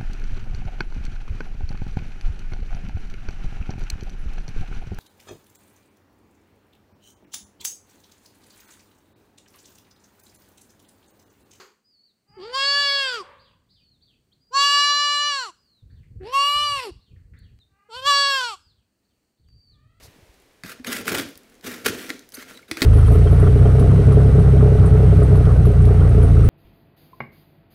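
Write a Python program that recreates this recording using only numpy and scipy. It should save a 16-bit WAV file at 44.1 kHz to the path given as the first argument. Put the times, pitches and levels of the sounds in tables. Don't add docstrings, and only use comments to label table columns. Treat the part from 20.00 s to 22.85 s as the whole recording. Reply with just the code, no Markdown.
import sys
import numpy as np
from scipy import signal
from scipy.fft import rfft, irfft, next_fast_len
from scipy.io import wavfile
from scipy.ndimage import uniform_filter1d, map_coordinates

SR = 44100
rng = np.random.default_rng(int(sys.argv[2]) if len(sys.argv) > 2 else 0)


def gain_from_db(level_db):
    decades = np.asarray(level_db, float) / 20
    return 10 ** decades


def transcribe(u):
    v = np.clip(np.atleast_2d(u).T, -1, 1)
    q = np.round(v * 32767).astype(np.int16)
    wavfile.write(sys.argv[1], SR, q)


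N = 125685
T = np.arange(N) / SR

# [t/s, drag level/dB, box share/dB]
STROKES = [
    [(.638, -48, 9.5), (.665, -44, -7), (.728, -41, -5.5), (.74, -56, 0), (.8, -61, 9)],
    [(.842, -45, 3), (.855, -46.5, 1), (.87, -33, -4), (.9, -34.5, -2), (.95, -31, -9), (1.015, -39.5, 0.5),
     (1.035, -52, -2), (1.05, -44, 1)],
    [(1.05, -43, 8), (1.065, -44, 12.5), (1.1, -38.5, 4), (1.135, -42, 9), (1.16, -34, 0),
     (1.2, -37.5, -2.5), (1.24, -45.5, 3), (1.38, -60.5, 0), (1.6, -64.5, 3.5)],
    [(1.625, -56, 4), (1.64, -47.5, 4), (1.66, -37.5, -0.5), (1.74, -39, -5.5), (1.84, -50.5, 1)],
    [(1.84, -46, 12), (1.86, -51, 5), (1.93, -39, 1.5), (2.06, -39, -7.5), (2.13, -47.5, 3.5),
     (2.2, -57.5, -6), (2.3, -68, 1)],
    [(2.322, -52, -7), (2.37, -44.5, -11), (2.43, -41, -7), (2.445, -56.5, -1), (2.5, -44, -3.5),
     (2.575, -51.5, -10), (2.66, -65, -2)],
    [(2.68, -51.5, -5), (2.73, -51, 7), (2.765, -48.5, -3), (2.8, -40.5, 2), (2.85, -37, 12)],
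]
# [t/s, level/dB, hold/s, box share/dB]
CATCHES = [(0.659, -36, 0.004, -11), (0.693, -40, 0.015, -12), (0.715, -45, .012, -7),
           (0.867, -31.5, 0.007, -7), (0.881, -33.5, .006, -4), (0.914, -34, 0.005, -9),
           (0.919, -27, 0.013, -10.5), (0.938, -34.5, .005, -1), (0.963, -28, 0.0087, -9),
           (0.985, -35, .003, -6), (1.01, -38.5, .006, 0), (1.053, -36, 0.006, -4),
           (1.067, -31, 0.01, -9.5), (1.077, -23, 0.0042, -8), (1.087, -22, 0.0081, -11),
           (1.1, -33.5, .008, -3), (1.116, -23, 0.0064, -2), (1.126, -26.5, 0.0054, -2),
           (1.139, -27.5, .004, -1), (1.144, -21.5, 0.0078, -9.5), (1.156, -29.5, 0.0035, -5),
           (1.164, -29.5, 0.0034, -6), (1.172, -29, 0.004, -2.5), (1.181, -26, 0.0096, -6),
           (1.194, -26, 0.0052, -3.5), (1.209, -32, 0.0031, -4), (1.218, -36, 0.0051, -3),
           (1.23, -36.5, 0.0036, -3.5), (1.639, -42.5, 0.013, 2), (1.66, -34, .003, -3),
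           (1.663, -34, 0.019, -3), (1.709, -33, 0.0098, -2), (1.741, -33.5, 0.0023, -12),
           (1.845, -35.5, .004, 1), (1.848, -29.5, 0.01, -1), (1.8585, -17.5, 0.0087, -12),
           (1.875, -25.5, 0.013, -4.5), (1.892, -31.5, 0.0099, 2), (2.091, -32.5, 0.0071, -15),
           (2.368, -44, 0.0079, 5), (2.775, -38, 0.0045, 0), (2.804, -32, 0.0054, -6),
           (2.822, -19, 0.0073, -2.5), (2.838, -32.5, .008, 0)]
# [t/s, crack level/dB, bright snap re crack/dB, thud level/dB, thud f/Hz]
TAPS = [(0.6357, -31.5, -26, -37, 195), (0.797, -52, -15, -36, 260), (0.8458, -29.5, -14, -52, 250),
        (1.861, -26, -5, -17.5, 447), (1.868, -40, -10, -28.5, 398), (1.894, -45, -10, -26.5, 200),
        (2.1024, -22.5, -10, -28.5, 314), (2.5738, -38.5, -6, -59, 298), (2.713, -19.5, -5.5, -24.5, 311),
        (2.7191, -34, -17, -42, 195), (2.7704, -25, -30, -32.5, 315), (2.8189, -13.5, -2, -14, 318),
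        (2.8263, -21.5, -12, -23, 298), (2.839, -44, -10, -26, 280)]
# [t/s, level/dB, f/Hz, decay/s]
PINGS = [(.668, -48, 3700, .015), (.704, -48, 10000, .004), (.869, -34, 6500, 0.014),
         (.878, -36, 3660, .025), (1.08, -17, 1470, 0.0045), (1.092, -27, 2400, .003),
         (1.118, -20, 1425, 0.0038), (1.1453, -23, 1900, 0.0066), (1.8595, -21, 1630, 0.0061),
         (1.861, -24, 2230, 0.0069), (2.101, -22, 2050, 0.0042), (2.425, -37.5, 2136, .008),
         (2.55, -48, 3960, .02), (2.574, -35.5, 3940, .0045), (2.593, -42, 1400, .004),
         (2.629, -42, 2190, 0.0042), (2.682, -47, 3800, .005), (2.687, -45, 1396, 0.0037),
         (2.769, -32, 1400, .003)]
# [t/s, slip rate f/Hz, level/dB]
SQUEAK = [(2.338, 3600, -46), (2.342, 3900, -34), (2.345, 4450, -32), (2.3484, 4510, -35.5),
          (2.3509, 6160, -32), (2.356, 6370, -41), (2.363, 6500, -52)]
OVERTONES_DB = [-3, -4, -6]
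# [t/s, peak level/dB, centre f/Hz]
TICKS = [(.3423, -55, 5000), (.4001, -56, 9000), (0.4204, -56, 7000), (.660, -48, 11000),
         (.949, -40, 14000), (.956, -38, 14000), (1.009, -41, 14000), (1.0715, -36, 10000),
         (1.089, -30, 13000), (1.129, -31, 14000), (1.148, -31, 9000), (1.167, -37, 11500),
         (1.185, -25, 13500), (1.194, -27, 10000), (1.210, -31, 9500), (1.275, -47, 10000),
         (1.308, -47, 12000), (1.4986, -51, 12000), (1.5427, -53, 6100), (2.302, -50, 8000),
         (2.42, -45, 14000), (2.686, -50, 9000), (1.2891, -41, 12000), (1.3552, -40.5, 5100),
         (1.3755, -35.5, 13800), (1.4338, -50, 6260), (1.5525, -50.5, 5980), (1.6105, -45.5, 4000),
         (2.193, -35.5, 6000), (2.29, -40, 11200), (2.321, -36.5, 6000), (2.327, -42, 13200)]
# [t/s, level/dB, f/Hz]
THUMPS = [(0.023, -50, 56.5), (0.044, -46, 86.1), (0.08, -44.5, 106), (0.162, -48, 248), (0.188, -49, 161),
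          (0.227, -48.5, 83.4), (0.294, -50, 53.8), (.38, -58, 55), (.81, -51, 70), (1.17, -41, 105),
          (1.209, -45, 95.5), (1.26, -47, 100), (1.36, -55, 70), (1.864, -37, 100), (1.90, -41, 90),
          (1.94, -44, 110), (2.715, -40, 95), (2.74, -51, 80), (2.82, -36.5, 120)]
# [f/Hz, width/Hz, level/dB]
BOX_MODES = [(97, 32.5, -5.5), (195, 42, -0.5), (254, 42.3, 0.5), (318, 47, -2.5), (400.6, 39.7, -3),
             (468, 46.7, -3), (628, 172, -13.5)]
FLAP_MODES = [(1258, 32, 0), (1396, 41, -2.5), (1620, 290, -12), (1960, 91, -1.5), (2265, 41, -3.5),
              (2400, 31, 1.5)]
BOARD_MODES = [(1800, 800, 0), (2600, 700, -3), (4000, 1800, -9)]
BLADE_MODES = [(4360, 750, -2.5), (6250, 400, 4), (9000, 480, -2.5), (10800, 700, -1), (13200, 800, -1)]
# [f/Hz, level/dB]
TAPE_COLOUR = [(100, -70), (350, -38), (600, -14), (834, -16.5), (1410, -0.5), (2010, -2.5), (2570, -5.5),
               (7520, -13.5), (13200, -14), (16000, -18)]
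SNAP_COLOUR = [(3000, 6), (5500, 0), (14000, -21), (16000, -2)]
RUSTLE_COLOUR = [(1470, -40), (2800, -16), (4020, 7), (6000, 4), (8000, -2), (12000, 0), (15500, -7),
                 (16000, -13)]
AIR_COLOUR = [(12, -20), (20, -8), (48, -6), (234, -12.5), (388, -7.5), (1290, -19), (1860, -16.5),
              (14300, -32), (16000, -34)]
MIC_EDGE = [(15700, 0), (16000, -24), (16700, -33)]
# [f/Hz, t60/s]
ROOM_T60 = [(150, 0.45), (1500, 0.3), (6000, 0.42), (15000, 0.078)]


def unit(x):
    return x / np.sqrt(np.mean(x ** 2) + 1e-20)


def along(points, f_hz):
    f, value = np.transpose(points)
    return np.interp(np.log(f_hz + 1), np.log(f + 1), value)


def filtered(x, response):
    m = next_fast_len(N + SR // 2)
    h = response(np.fft.rfftfreq(m, 1 / SR))
    h = h / np.sqrt(np.mean(abs(h) ** 2))
    return irfft(rfft(x, m) * h, m)[:N]


def rings(modes, widen):
    def response(f):
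        total = 0
        for k, (centre_hz, width_hz, db) in enumerate(modes):
            loss = 1j * f * width_hz * widen
            total = total + (-1) ** k * gain_from_db(db) * loss / (centre_hz * centre_hz - f * f + loss)
        return total
    return response


def colour(points):
    return lambda f: gain_from_db(along(points, f))


def wobble(rate_hz):
    return map_coordinates(rng.standard_normal(N // 8), [T * rate_hz])


def burst(start_s, rise_s, fall_s, hold_s=0):
    t = np.maximum(T - start_s, 0)
    return (1 - np.exp(-t / rise_s)) * np.exp(-np.maximum(t - hold_s, 0) / fall_s)


def grit(spread_db, lump_db):
    spike_db = spread_db * np.minimum(rng.exponential(size=N), 4)
    clump_db = lump_db * (1.2 * wobble(600) + wobble(120))
    return unit(rng.standard_normal(N) * gain_from_db(spike_db + clump_db))


def cutting():
    drag, wall = np.zeros(N), np.zeros(N)
    for rows in STROKES:
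        s, db, share_db = np.transpose(rows)
        on = (T >= s[0]) & (T < s[-1])
        drag += on * gain_from_db(np.interp(T, s, db))
        wall += on * gain_from_db(np.interp(T, s, db + share_db))
    for s, db, hold_s, share_db in CATCHES:
        snag = gain_from_db(db) * burst(s, 0.00095, 0.0041, hold_s)
        drag = np.hypot(drag, snag)
        wall = np.hypot(wall, gain_from_db(share_db) * snag)

    force = drag * grit(spread_db=2.0, lump_db=1.46)
    fibres_per_s = 300
    fibres = drag * unit(rng.standard_normal(N) * (rng.random(N) < fibres_per_s / SR))
    flap_response = lambda f: rings(FLAP_MODES, widen=1.0)(f) * (f / (f - 700j)) ** 2
    wall_response = lambda f: rings(BOX_MODES, widen=1.1)(f) * (f / (f - 80j)) ** 4

    snaps = gain_from_db(-13) * filtered(fibres, colour(SNAP_COLOUR))
    flap = gain_from_db(-14) * filtered(force * rng.choice([-1, 1], N), flap_response)
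    tape = gain_from_db(-1.5) * filtered(force, colour(TAPE_COLOUR))
    walls = filtered(grit(spread_db=1.5, lump_db=2.0) * wall, wall_response)
    return snaps + flap + tape + walls


def patchy(x, depth_db):
    z = signal.stft(x, nperseg=512)[2]
    field = uniform_filter1d(rng.standard_normal(z.shape), size=4, axis=0)
    field = uniform_filter1d(field, size=6, axis=1)
    gain_db = depth_db * unit(field) - depth_db ** 2 / 9
    return signal.istft(z * gain_from_db(gain_db), nperseg=512)[1][:N]


def taps():
    fall_s, thud_lag_s = 0.002, 0.0013
    spikes = np.sign(rng.standard_normal(N)) * gain_from_db(3.0 * rng.standard_normal(N))
    crack, snap, thud = np.zeros(N), np.zeros(N), np.zeros(N)
    for s, crack_db, bright_db, thud_db, thud_hz in TAPS:
        crack += gain_from_db(crack_db) * burst(s, 0.00015, fall_s, 0.00091)
        snap += gain_from_db(crack_db + bright_db) * burst(s, 0.00022, fall_s, 0.00034)
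        tone = np.sin(2 * np.pi * thud_hz * (T - s) + wobble(120) / 2)
        thud += gain_from_db(thud_db + 5.5) * burst(s + thud_lag_s, 0.002, 0.0083) * tone
    board = filtered(crack * spikes, rings(BOARD_MODES, widen=0.79))
    return board + filtered(snap * spikes, colour(SNAP_COLOUR)) + thud


def pings():
    out = np.zeros(N)
    for s, db, hz, decay_s in PINGS:
        note = np.sin(2 * np.pi * hz * T + 0.57 * wobble(300))
        out += gain_from_db(db) * burst(s, 0.00035, decay_s) * note
    return out


def squeak():
    s, hz, db = np.transpose(SQUEAK)
    rate_hz = np.interp(T, s, hz)
    phase = 2 * np.pi * np.cumsum(rate_hz) / SR + 1.1 * wobble(1100)
    tone = np.zeros(N)
    for k, level_db in enumerate(OVERTONES_DB, 1):
        tone += gain_from_db(level_db + 2.1 * wobble(630)) * np.sin(k * phase) * (k * rate_hz < 16000)
    hiss = gain_from_db(3) * filtered(rng.standard_normal(N), lambda f: (f > 7000) * 1.)
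    level = gain_from_db(np.interp(T, s, db - 7.5, left=-120, right=-120))
    return filtered(level * (tone + hiss), rings(BLADE_MODES, widen=.8))


def crackle():
    out, t = np.zeros(N + 999), np.arange(600) / SR
    for s, db, hz in TICKS:
        b, a = signal.iirpeak(min(hz, 19000), 1.2, SR)
        click = unit(signal.lfilter(b, a, rng.standard_normal(len(t)))) * np.exp(-t / 0.002)
        out[round(s * SR):][:len(t)] += gain_from_db(db - 1.5) * click
    return out[:N]


def handling():
    centre_s, half_width_s = .048, .026
    rustle = filtered(grit(spread_db=0.0, lump_db=0.5), colour(RUSTLE_COLOUR))
    out = gain_from_db(-51) * rustle * np.exp(-((T - centre_s) / half_width_s) ** 4)
    for s, db, hz in THUMPS:
        swell = np.exp(-(1.5 * hz * (T - s - .5 / hz)) ** 2)
        out += gain_from_db(db + 2.5) * np.sin(2 * np.pi * hz * (T - s)) * swell
    return out


def room(x):
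    hz, t, z = signal.stft(rng.standard_normal(SR // 2), SR, nperseg=256)
    decay = gain_from_db(-60 * t / along(ROOM_T60, hz)[:, None])
    tail = signal.istft(z * decay, SR, nperseg=256)[1]
    return signal.fftconvolve(np.pad(x, (120, 0)), tail / np.linalg.norm(tail))[:N]


def air():
    settle_s = 0.24
    level_db = -60.5 + 8.5 * np.exp(-T / settle_s) + 0.2 * wobble(6.5)
    return gain_from_db(level_db) * filtered(rng.standard_normal(N), colour(AIR_COLOUR))


def scene():
    near = patchy(cutting(), depth_db=1.75) + taps() + crackle() + squeak()
    return (near + pings() + gain_from_db(-10.5) * room(near) + handling() + air())[None]


def low_pass(x):
    return signal.sosfilt(signal.butter(12, 16890, fs=SR, output="sos"), x)


def record(dry):
    m = next_fast_len(N + 4096)
    gain = gain_from_db(along(MIC_EDGE, np.fft.rfftfreq(m, 1 / SR)))
    mix = irfft(rfft(dry, m) * gain, m)[:, :N]
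    return low_pass(mix)


dry = scene()
out = record(dry)
transcribe(out)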